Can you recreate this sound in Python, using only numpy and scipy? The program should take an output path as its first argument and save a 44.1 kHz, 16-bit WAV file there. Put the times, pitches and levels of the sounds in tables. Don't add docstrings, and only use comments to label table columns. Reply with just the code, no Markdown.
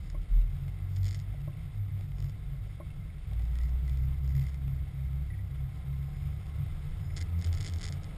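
import sys
import numpy as np
from scipy import signal
from scipy.fft import rfft, irfft
from scipy.io import wavfile
from scipy.ndimage import uniform_filter1d

SR = 44100
rng = np.random.default_rng(int(sys.argv[2]) if len(sys.argv) > 2 else 0)


def to_wav(sig):
    pcm = np.clip(np.atleast_2d(sig), -1, 1) * 32767
    pcm = np.round(pcm).astype(np.int16)
    wavfile.write(sys.argv[1], SR, pcm.T)


def rack_gain(trim_db):
    fader = np.asarray(trim_db, float)
    return 10 ** (fader / 20)


N = 360297

# t/s, lug rate f/Hz, load level on the sprocket/dB
TRACK_DRIVE = [(0.0, 38.07, -39.5), (.36, 39.3, -24), (.6, 41.67, -43), (.66, 45.98, -37),
               (1.139, 48.54, -38.5), (1.449, 51.9, -42), (2.15, 48.17, -38.5), (2.5, 52.16, -36.5),
               (2.75, 50.44, -48.5), (3.05, 53.7, -61), (3.39, 56.92, -30.5), (4.16, 67.37, -30),
               (5.0, 67.19, -35), (5.721, 65.5, -39.5), (7.03, 77.9, -34), (7.16, 84.7, -31.5),
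               (7.499, 83.77, -26), (8.17, 86.54, -43)]


def in_time(rows):
    s, *columns = np.transpose(rows)
    return [np.interp(np.arange(N) / SR, s, c) for c in columns]


def rms_one(x):
    return x / np.sqrt(np.mean(x ** 2) + 1e-20)


def drift(rate):
    r = np.exp(-80 * np.pi * rate / SR)
    slow = signal.lfilter([1], [1, -2 * r, r * r], rng.standard_normal(N // 40 + 2002))[2000:]
    return np.interp(np.arange(N) / 40, np.arange(len(slow)), rms_one(slow - slow.mean()))


def resonance(x, hz, width_hz):
    r = np.exp(-np.pi * width_hz / SR)
    numerator = np.array([1, 0, -1]) * (1 - r * r) / 2
    return signal.lfilter(numerator, [1, -2 * r * np.cos(2 * np.pi * hz / SR), r * r], x)


def ring(clicks, hz, t60):
    r, w = rack_gain(-60 / (t60 * SR)), 2 * np.pi * hz / SR
    return signal.lfilter([0, np.sin(w)], [1, -2 * r * np.cos(w), r * r], clicks)


def tone(hz, db, wobble_db):
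    phase = 2 * np.pi * (np.cumsum(hz) / SR + rng.random())
    return np.sqrt(2) * rack_gain(db + wobble_db * drift(5.4)) * np.sin(phase)


def strikes(rows):
    clicks = np.full(N, 1e-18)
    s, db = np.transpose(rows)
    np.add.at(clicks, np.round(s * SR).astype(int), rack_gain(db))
    return clicks


def bumps(rows, size):
    out = np.zeros(N // 50 + 2)
    t = np.arange(len(out)) * 50 / SR
    for s, height, half_s in rows:
        out += size(height) * np.exp(-((t - s) / half_s) ** 2)
    return np.interp(np.arange(N) / 50, np.arange(len(out)), out)


def swelling_db(rows, rest_db):
    return 20 * np.log10(rack_gain(rest_db) + bumps(rows, rack_gain))


def through_case(x, column):
    # f/Hz, width/Hz, level/dB for outside noise (column 2), level/dB for buzz (column 3)
    case_modes = [(298, 49, 5.5, -3.5), (436, 131, 2.5, -10), (730, 179, 1, -16), (1060, 67, -0.5, -53),
                  (1299, 156, -2.5, -13.5), (1662, 140, -5.5, -8.5), (2110, 263, -1, -7),
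                  (2718, 217, -3.5, -34), (2990, 390, -5.5, -11.5), (3570, 208, -4.5, -6),
                  (3788, 112, -4, -6.5), (4977, 1410, -8, 0.5), (5534, 1290, -7, 3.5),
                  (5700, 2300, -26.5, -10)]
    out = 0
    for k, row in enumerate(case_modes):
        out = out + (-1) ** k * rack_gain(row[column]) * resonance(x, row[0], row[1])
    return out


def scuff(clicks, t60):
    swell = signal.lfilter([.1], [1, -.9], clicks)
    grind = signal.lfilter([1], [1, -rack_gain(-60 / (t60 * SR))], swell) * rng.standard_normal(N)
    click = rack_gain(15) * np.roll(clicks, 12) * rng.choice([-1, 1], N)
    return click + .6 * grind


def outside():
    # t/s, level/dB
    spray = [(0.0, -65.5), (.95, -63.5), (1.8, -65), (2.16, -64.5), (2.5, -65), (3.23, -65.5),
             (3.55, -62.5), (4.14, -63), (4.39, -63), (4.8, -64), (5.8, -63), (6.83, -61), (7.5, -59.5),
             (8.0, -58.5), (8.17, -59)]
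    # t/s, level of the tick rate/dB
    looseness = [(0.0, 12), (.3, 1.5), (.55, -8), (.8, 3), (1.3, -5), (1.6, 4.5), (2.0, .1), (2.4, -6),
                 (2.9, -1), (3.3, -1), (4.0, 0), (4.7, -0.5), (5.2, -2.5), (5.7, 4), (6.3, 1), (6.8, 1),
                 (7.3, 1), (8.17, 4)]
    # t/s, level above an ordinary tick/dB
    loud_ticks = [(.2169, 14), (.414, 17), (.68, 23), (.69, 14), (.7876, 16), (.8, 14), (2.009, 22),
                  (1.99, 17), (2.183, 17), (2.2, 13), (2.224, 23), (.099, 12), (1.5374, 12), (1.972, 7),
                  (2.1181, 19), (2.3271, 12), (2.4853, 7), (2.9038, 17), (3.2954, 18), (3.312, 19),
                  (3.3328, 23), (3.342, 11), (3.3947, 21), (3.6536, 13), (3.7199, 8), (4.6788, 21),
                  (5.1307, 16), (6.0277, 17)]
    low_db, = in_time(spray)
    high_db = -65 + .65 * (low_db - low_db.mean())
    ticks_per_s = 90 * rack_gain(in_time(looseness)[0] + 2.3 * drift(5))

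    hiss = through_case(rng.standard_normal(N), column=2)
    low = rms_one(signal.sosfilt(signal.butter(4, 1550, "low", fs=SR, output="sos"), hiss))
    high = rms_one(signal.sosfilt(signal.butter(4, 1550, "high", fs=SR, output="sos"), hiss))
    gust = drift(3.7)
    low = rack_gain(low_db + 0.22 * gust + 0.35 * drift(40)) * low
    high = rack_gain(high_db + 0.76 * gust + 0.86 * drift(49)) * high
    flutter = rack_gain(high_db - 11 + 5.8 * drift(28)) * rms_one(resonance(hiss, 2216, 500))

    tick_sizes = rack_gain(4.0 * np.minimum(rng.exponential(1, N), 2.5))
    ticks = (rng.random(N) < ticks_per_s / SR) * tick_sizes + strikes(loud_ticks)
    ticking = rack_gain(high_db + 7.0) * through_case(scuff(ticks + 1e-18, t60=0.012), column=2)
    return flutter + low + high + ticking


def engine():
    # t/s, f/Hz, level/dB
    firing = [
        (4.2, 169, -70),
        (4.5, 167, -56),
        (5.3, 164, -58),
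        (5.6, 165.5, -56),
        (5.9, 170.5, -54),
        (6.2, 175.5, -55),
        (6.65, 179, -56),
        (6.8, 182, -64),
        (7.2, 187, -60),
        (8.1, 191, -60),
    ]
    # t/s, f/Hz, level/dB
    belt = [
        (5.8, 4900, -92),
        (6.05, 5000, -82),
        (6.22, 5070, -75),
        (6.35, 5110, -80),
        (6.55, 5150, -86),
        (6.98, 5010, -88),
        (7.04, 5050, -77),
        (7.14, 5130, -77),
        (7.2, 5150, -100),
    ]
    hz, db = in_time(firing)
    t = np.arange(N) / SR
    whine_db = np.interp(t, [5.5, 5.75, 6.2, 6.65, 6.75], [-95, -75, -73.5, -72, -100])
    whine_db = whine_db - 14 * np.exp(-((t - 6.36) / .04) ** 2)
    whine = tone(6.14 * hz + 5 * drift(14), whine_db, wobble_db=1.2)

    upper_db = np.interp(t, [7.0, 7.25, 7.9, 8.17], [-90, -73, -72, -73])
    lower_db = np.interp(t, [5.6, 5.7, 5.88, 5.97, 6.06, 6.2, 6.3], [-95, -73, -73, -90, -73, -72, -95])
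    hum = tone(1268 + 5 * drift(4), upper_db, wobble_db=1.5)
    hum = hum + tone(765 + 3 * drift(4), lower_db, wobble_db=2.5)

    whistle_hz, whistle_db = in_time(belt)
    breath_db = 2 + 1.5 * drift(25)
    whistle = tone(whistle_hz * (1 + .007 * drift(120)), whistle_db + breath_db, wobble_db=1.5)
    return tone(hz, db, wobble_db=-2.5) + whine + hum + whistle


def frame():
    # t/s, level/dB, half length/s
    frame_jolts = [(1.6, -46, 0.18), (3.25, -52, .2), (3.75, -48, .15), (4.05, -50, 0.098),
                   (4.65, -47, 0.16), (5.5, -51, .1), (6.2, -44.5, 0.091), (6.6, -52, 0.079),
                   (6.95, -49, 0.12), (7.25, -45, .12), (7.65, -48, .1), (8.15, -47, 0.098)]
    return tone(40 + 1.62 * drift(7.4), swelling_db(frame_jolts, rest_db=-66), wobble_db=3.0)


def growl():
    # t/s, level/dB
    roughness = [
        (6.9, -76),
        (7.25, -73),
        (7.5, -63),
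        (7.7, -70),
        (7.9, -68),
        (8.17, -66),
    ]
    hz, db = in_time(TRACK_DRIVE)[0], in_time(roughness)[0]
    lines = 0
    for k in (3, 5):
        lines = lines + tone(k * hz * (1 + 0.0081 * drift(11.0)), db - 5.5 + 4.4 * drift(14), wobble_db=1.0)
    rough = rng.standard_normal(N) * rack_gain(3.5 * drift(30))
    cab = resonance(rough, 250, 60) - 0.96 * resonance(rough, 520.0, 160) + 0.99 * resonance(rough, 784, 82)
    return lines + rack_gain(db) * rms_one(cab)


def knocks():
    # t/s, peak level/dB
    door_blows = [
        (0.145, -41),
        (1.476, -39.5),
        (2.541, -54),
        (2.801, -39),
    ]
    # f/Hz, level/dB, t60/s
    door_modes = [(341, -3.5, 0.15), (585, -1, 0.12), (620, 1.5, 0.065), (800, -16, 0.087),
                  (1076, 4.5, 0.067), (1380, -26, .04)]
    # t/s, peak level/dB, f/Hz
    latch_bumps = [
        (1.335, -55, 740),
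        (1.993, -61, 750),
        (2.662, -61, 700),
        (3.317, -58.5, 760),
        (3.395, -63, 800),
    ]
    # t/s, peak level/dB, f/Hz
    pings = [(.415, -59, 2730), (.68, -55, 2110), (.79, -57, 2080), (1.538, -61, 1970), (1.53, -60, 2640),
             (2.903, -59, 2680), (2.904, -59, 2170), (2.849, -64, 2230), (2.813, -56, 2140),
             (3.396, -56, 2000), (3.556, -54, 1880), (3.603, -51, 1940), (3.655, -54, 1950),
             (3.693, -57, 2040), (3.881, -51, 1997), (4.32, -57, 2050), (4.35, -54, 1920),
             (4.441, -57, 2000), (4.452, -53, 2110), (4.468, -55, 2120), (4.497, -60, 2030),
             (4.875, -61, 1990), (5.303, -48.5, 1953), (5.345, -56, 1913), (5.391, -54, 1960)]
    clicks = strikes(door_blows)
    rough = 1.3 + .7 * rng.standard_normal(N)
    blows = signal.lfilter([.045], [1, -.955], clicks) * rough
    upper_lag = int(0.00555 * SR)
    door = 0
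    for hz, db, t60 in door_modes:
        door = door + rack_gain(db - 5.5) * ring(np.roll(blows, upper_lag * (hz > 900)), hz, t60)
    shudder = signal.lfilter([1], [1, -rack_gain(-60 / (0.07 * SR))], clicks) * rng.standard_normal(N)
    band = signal.butter(2, [450, 1500], "band", fs=SR, output="sos")
    door = door + rack_gain(-16.0) * signal.sosfilt(band, shudder)

    latch = 0
    for s, db, hz in latch_bumps:
        latch = latch + ring(strikes([(s, db), (s + 0.00276, db + 8)]), hz, t60=0.036)
        latch = latch + ring(strikes([(s + .01, db + 9)]), .81 * hz, t60=.04)
        latch = latch + ring(strikes([(s + .012, db - 5)]), 1.4 * hz, t60=.04)
    latch = rack_gain(-6) * signal.lfilter([.2], [1, -.9], latch)

    lid_pings = 0
    for s, db, hz in pings:
        lid_pings = lid_pings + ring(strikes([(s, db)]), hz, t60=0.071)
        lid_pings = lid_pings + 0.22 * ring(strikes([(s + 0.00188, db)]), 0.97 * hz, t60=0.023)
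    return door + latch + lid_pings


def buzz():
    # t/s, peak level/dB
    case_slaps = [(0.0398, -59), (0.0441, -52), (0.0504, -57), (0.0567, -52.5), (0.0606, -56), (0.0999, -39.5),
                  (0.6798, -53), (0.9331, -57), (0.9612, -42), (0.9657, -38), (0.9697, -43), (0.9824, -48.0),
                  (1.0314, -38), (1.044, -37), (1.0468, -48), (1.0545, -37), (1.0628, -37), (1.0671, -36),
                  (1.0703, -42.5), (1.0807, -36), (1.0846, -39), (1.0881, -35), (1.0936, -41), (1.1057, -51),
                  (1.1095, -35), (1.1172, -40.5), (1.128, -38), (1.1338, -41), (1.1455, -32.5), (1.1499, -36.5),
                  (1.1541, -45), (1.1908, -40.5), (1.1991, -39.5), (2.0364, -48), (2.1833, -45), (2.19, -48),
                  (2.2025, -42), (2.2237, -44), (2.2426, -44), (2.2573, -51), (2.2635, -44), (2.2957, -43),
                  (3.331, -60), (3.4208, -46), (3.453, -46), (3.5544, -42), (3.5865, -40.5), (3.613, -44),
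             (3.6344, -38), (3.686, -45), (3.6929, -42), (3.8783, -45), (3.895, -41.5), (3.9416, -52),
             (3.9723, -44), (4.035, -48), (4.0491, -52), (4.1419, -50.5), (4.2448, -48.0), (4.2763, -38.5),
             (4.2918, -44), (4.3036, -46), (4.3507, -43), (4.3647, -38.5), (4.379, -44), (4.3945, -40),
             (4.4104, -43), (4.417, -41), (4.4254, -49), (4.438, -40), (4.4666, -39), (4.4846, -47),
             (4.4933, -43), (4.5433, -44), (5.7726, -48), (6.466, -46),
                  (7.1645, -32), (7.168, -30.5), (7.174, -30.5), (7.179, -31), (7.1884, -39), (7.205, -37),
            (7.2102, -32), (7.214, -30), (7.2241, -35), (7.391, -42), (7.4137, -37.5), (7.423, -33),
            (7.444, -32.5), (7.4473, -30), (7.4518, -52), (7.4624, -37), (7.4708, -33.5), (7.5282, -30),
            (7.5384, -40), (7.541, -42.5), (7.5492, -35), (7.5542, -46), (7.5713, -39), (7.574, -37.5),
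            (7.5818, -37), (7.5847, -43), (7.604, -35), (7.6088, -30), (7.6141, -37), (7.6276, -36.0),
                  (7.6403, -36.5), (7.6458, -29.5), (7.6512, -34), (7.659, -36), (7.6638, -28), (7.6683, -34),
            (7.6757, -30), (7.684, -35), (7.6872, -35), (7.697, -35), (7.7232, -45), (7.7364, -33.5),
            (7.7598, -36.5), (7.7847, -36.5), (7.7952, -37.5), (7.8088, -37), (7.8137, -31.5),
            (7.8193, -34), (7.8297, -31), (7.8333, -36), (7.8374, -30.5), (7.8413, -28.5), (7.8516, -32),
            (7.8545, -29.5), (7.865, -29), (7.8769, -35), (7.885, -32.0), (7.889, -35), (7.924, -31),
            (8.0334, -38), (8.0427, -40)]
    s, db = np.transpose(np.array(case_slaps))
    calm = (s > 1.5) & (s < 7.0)
    softness = np.where(calm, 1., np.clip((-36 - db) / 12, 0, 1))
    slaps = strikes(np.c_[s, db - 3 * softness])

    lid_db = -52.5 + .62 * (db + 41.5) + 3 * rng.standard_normal(len(s))
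    lid = ring(strikes(np.c_[s + 0.002846 * softness, lid_db]), 2055, t60=0.016)

    spread = uniform_filter1d(uniform_filter1d(slaps ** 2, size=900), size=900)
    unrest = np.sqrt(np.abs(spread) * 600)
    chatter_sizes = rack_gain(-20.0 + 1.9 * np.minimum(rng.exponential(1, N), 3))
    chatter = np.roll(unrest, shift=350) * (rng.random(N) < 350 / SR) * chatter_sizes

    gentle = np.c_[s, db + 2][softness > .5]
    thud = through_case(scuff(strikes(gentle) + 0.35 * chatter, t60=0.0085), column=2)

    counts = strikes(np.c_[s, 0 * db])
    shaking = uniform_filter1d(uniform_filter1d(counts, size=3500), size=3500) * 1000
    fizz = rack_gain(-67.5 + 3.7 * drift(60)) * np.sqrt(np.abs(shaking)) * rng.standard_normal(N)
    return rack_gain(7.0) * through_case(scuff(slaps + chatter, t60=0.0061) + fizz, column=3) + lid + thud


def body():
    # t/s, level/dB, half length/s
    sways = [(.1, -45, 0.056), (.52, -41, 0.084), (1.02, -49, 0.073), (1.4, -43, 0.13), (1.66, -47, 0.057),
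             (2.05, -55, .08), (2.45, -42, 0.19), (2.9, -46, 0.22), (3.15, -47, 0.18), (3.65, -44, 0.31),
             (4.1, -44, 0.19), (4.39, -37, .06), (4.8, -48, 0.17), (5.28, -38.5, 0.1), (5.62, -43, 0.073),
             (5.96, -49, 0.15), (6.5, -37, 0.074), (6.74, -34, 0.047), (6.92, -37, 0.075),
             (7.25, -41, 0.19), (7.58, -33.5, 0.076), (7.85, -40, 0.098), (8.12, -40, 0.18)]
    # t/s, level/dB, half length/s
    panel_jolts = [(.75, -46, .15), (1.09, -10, 0.096), (1.57, -24.5, 0.12), (1.78, -21, 0.094),
                   (2.32, -35, 0.13), (3.4, -42, 0.15), (4.12, -44, 0.13), (4.39, -44, .06),
                   (4.8, -44, .12), (5.42, -42, 0.11), (5.7, -45, 0.1104), (6.3, -41, 0.089),
                   (6.6, -42, 0.12), (7.15, -44.5, 0.37), (7.62, -32.5, 0.06), (8.05, -50, 0.16)]
    # t/s, level/dB, half length/s
    boom_jolts = [(.1, -41, 0.049), (.55, -38.5, 0.15), (.95, -44.5, 0.12), (1.2, -41, 0.053),
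                  (1.5, -39.5, 0.1), (1.7, -49, 0.049), (2.05, -44.5, 0.15), (2.27, -37, 0.039),
                  (2.53, -34, 0.054), (2.95, -44, 0.076), (3.2, -52.5, 0.073), (3.67, -47.5, 0.045),
                  (3.9, -35.5, 0.092), (4.1, -45, 0.12), (4.39, -42, 0.053), (4.8, -25.5, 0.13),
                  (5.17, -18.5, 0.11), (5.54, -23, 0.048), (5.8, -29, .18), (6.62, -26, 0.058),
                  (6.83, -36, 0.061), (7.1, -41.5, 0.084), (7.58, -44, 0.045), (7.96, -36, 0.077)]
    # f/Hz, level per Hz/dB
    rumble_spectrum = [(8.2, -59), (14, -13.5), (49, 0), (82, -1), (152, -2.5), (171, -10), (221, -26.5),
                       (300, -25.5), (390, -52), (660, -120)]
    # t/s, level/dB
    terrain = [(0.0, 0.5), (.3, -1.5), (.7, 0), (1.2, 1), (1.7, -0.5), (2.1, 2), (2.6, -1.5), (3.0, 0),
               (3.4, -1), (4.0, 0.8), (4.5, 1), (4.9, .1), (5.3, -2), (5.8, -1.5), (6.4, 1), (7.0, -0.5),
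               (7.6, -1.5), (8.17, -0.5)]
    modes = ((swelling_db(sways, rest_db=-65), 29, 5.0),
             (swelling_db(panel_jolts, rest_db=-48.5), 97, 3.0),
             (swelling_db(boom_jolts, rest_db=-52.5), 139, 2.2))
    second_hz = 2 * in_time(TRACK_DRIVE)[0]
    out = 0
    for db, hz, wander_hz in modes:
        sinking_db = -24 * np.exp(-((second_hz - hz) / 9) ** 2)
        out = out + tone(hz + wander_hz * drift(10.1), db - 3.5 + sinking_db, wobble_db=3.0)

    hz, db = np.transpose(rumble_spectrum)
    bins = np.arange(N // 2 + 1) * SR / N + 1e-3
    shape_db = np.interp(np.log(bins), np.log(hz), db, left=-90, right=-90)
    shape_db = shape_db - 5.5 * np.exp(-((bins - 117.8) / 6.9) ** 2)
    rumble = rms_one(irfft(rfft(rng.standard_normal(N)) * rack_gain(shape_db), N))
    return out + rack_gain(-42.5 + in_time(terrain)[0] + 1.1 * drift(6.6)) * rumble


def tracks():
    # t/s, level change/dB, half length/s
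    hollows = [(0.0, -5, 0.037), (.262, -24, 0.036), (1.14, -3, 0.065), (1.39, -7, 0.059),
               (1.51, -22, 0.02), (1.76, -18, 0.13), (1.97, -5, 0.055), (2.36, -10, 0.064),
               (2.62, 5, 0.094), (2.95, -7, 0.084), (3.15, 7, 0.035), (3.81, -4, 0.019), (4.16, -5, 0.036),
               (4.57, -4.5, 0.074), (4.91, -13, 0.077), (5.4, -4.5, 0.13), (5.75, -5, 0.086),
               (6.16, -17, 0.036), (6.43, -6.5, 0.075), (6.86, -11.5, 0.14), (7.16, -5, 0.067),
               (7.262, -18, 0.014), (7.31, -7, 0.016), (7.43, -15.5, 0.019), (7.57, -6.5, 0.048),
               (7.65, -24, 0.056), (7.81, -42, 0.02), (8.14, -20, 0.033)]
    # t/s, level/dB, half length/s
    ridges = [(0.0, -43.5, 0.25), (.2, -57, 0.037), (.47, -48, 0.092), (.85, -36, 0.24), (1.1, -27, 0.11),
              (1.3, -43, 0.047), (1.56, -45, 0.15), (1.81, -34, 0.054), (2.0, -40, 0.11), (2.25, -39, 0.12),
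              (2.38, -53, 0.056), (2.63, -35.5, 0.024), (2.74, -45, 0.051), (3.0, -49, 0.034),
              (3.39, -48, 0.098), (3.85, -46, 0.014), (3.92, -39, 0.018), (4.05, -36.5, 0.087),
              (4.24, -40, 0.031), (4.38, -32, 0.057), (4.7, -36, 0.12), (5.03, -38, 0.11),
              (5.64, -38, 0.081), (5.88, -36.5, 0.048), (6.03, -38.5, 0.11), (6.26, -40, 0.084),
              (6.6, -53, 0.2), (7.03, -54, 0.043), (7.38, -47.5, 0.06), (7.92, -51.5, 0.049)]
    hz, load_db = in_time(TRACK_DRIVE)
    first_db = load_db + bumps(hollows, float)
    second_db = swelling_db(ridges, rest_db=-55.5)
    hz = hz * (1 + 0.0039 * drift(4.25))
    smooth_db = uniform_filter1d(first_db, size=9000)
    floor_db = 21.5 * np.exp(-((3 * hz - 153.4) / 8) ** 2)
    third = tone(3 * hz, smooth_db - 34 + floor_db, wobble_db=3.5)
    fourth = tone(4 * hz, smooth_db - 42, wobble_db=3.5)
    return tone(hz, first_db, wobble_db=2.0) + tone(2 * hz, second_db, wobble_db=2.0) + third + fourth


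def scene():
    return (outside() + engine() + frame() + growl() + knocks() + buzz() + body() + tracks())[None]


def low_pass(x):
    return signal.sosfilt(signal.butter(12, 12810, fs=SR, output="sos"), x)


def record(dry):
    edge = signal.cheby2(6, 17, 5990, fs=SR, output="sos")
    filtered = signal.sosfilt(edge, dry)
    slow = signal.resample_poly(filtered, 40, 147, axis=1, window=("kaiser", 0.), padtype="edge")
    held = np.repeat(slow, 4, axis=1)
    out = signal.resample_poly(held, 147, 160, axis=1, padtype="edge")[:, :N]
    out = signal.sosfilt(signal.ellip(10, .2, 60, 12800, fs=SR, output="sos"), out)
    out = np.pad(out, ((0, 0), (0, N - out.shape[1])), "edge")
    return low_pass(out)


dry = scene()
out = record(dry)
to_wav(out)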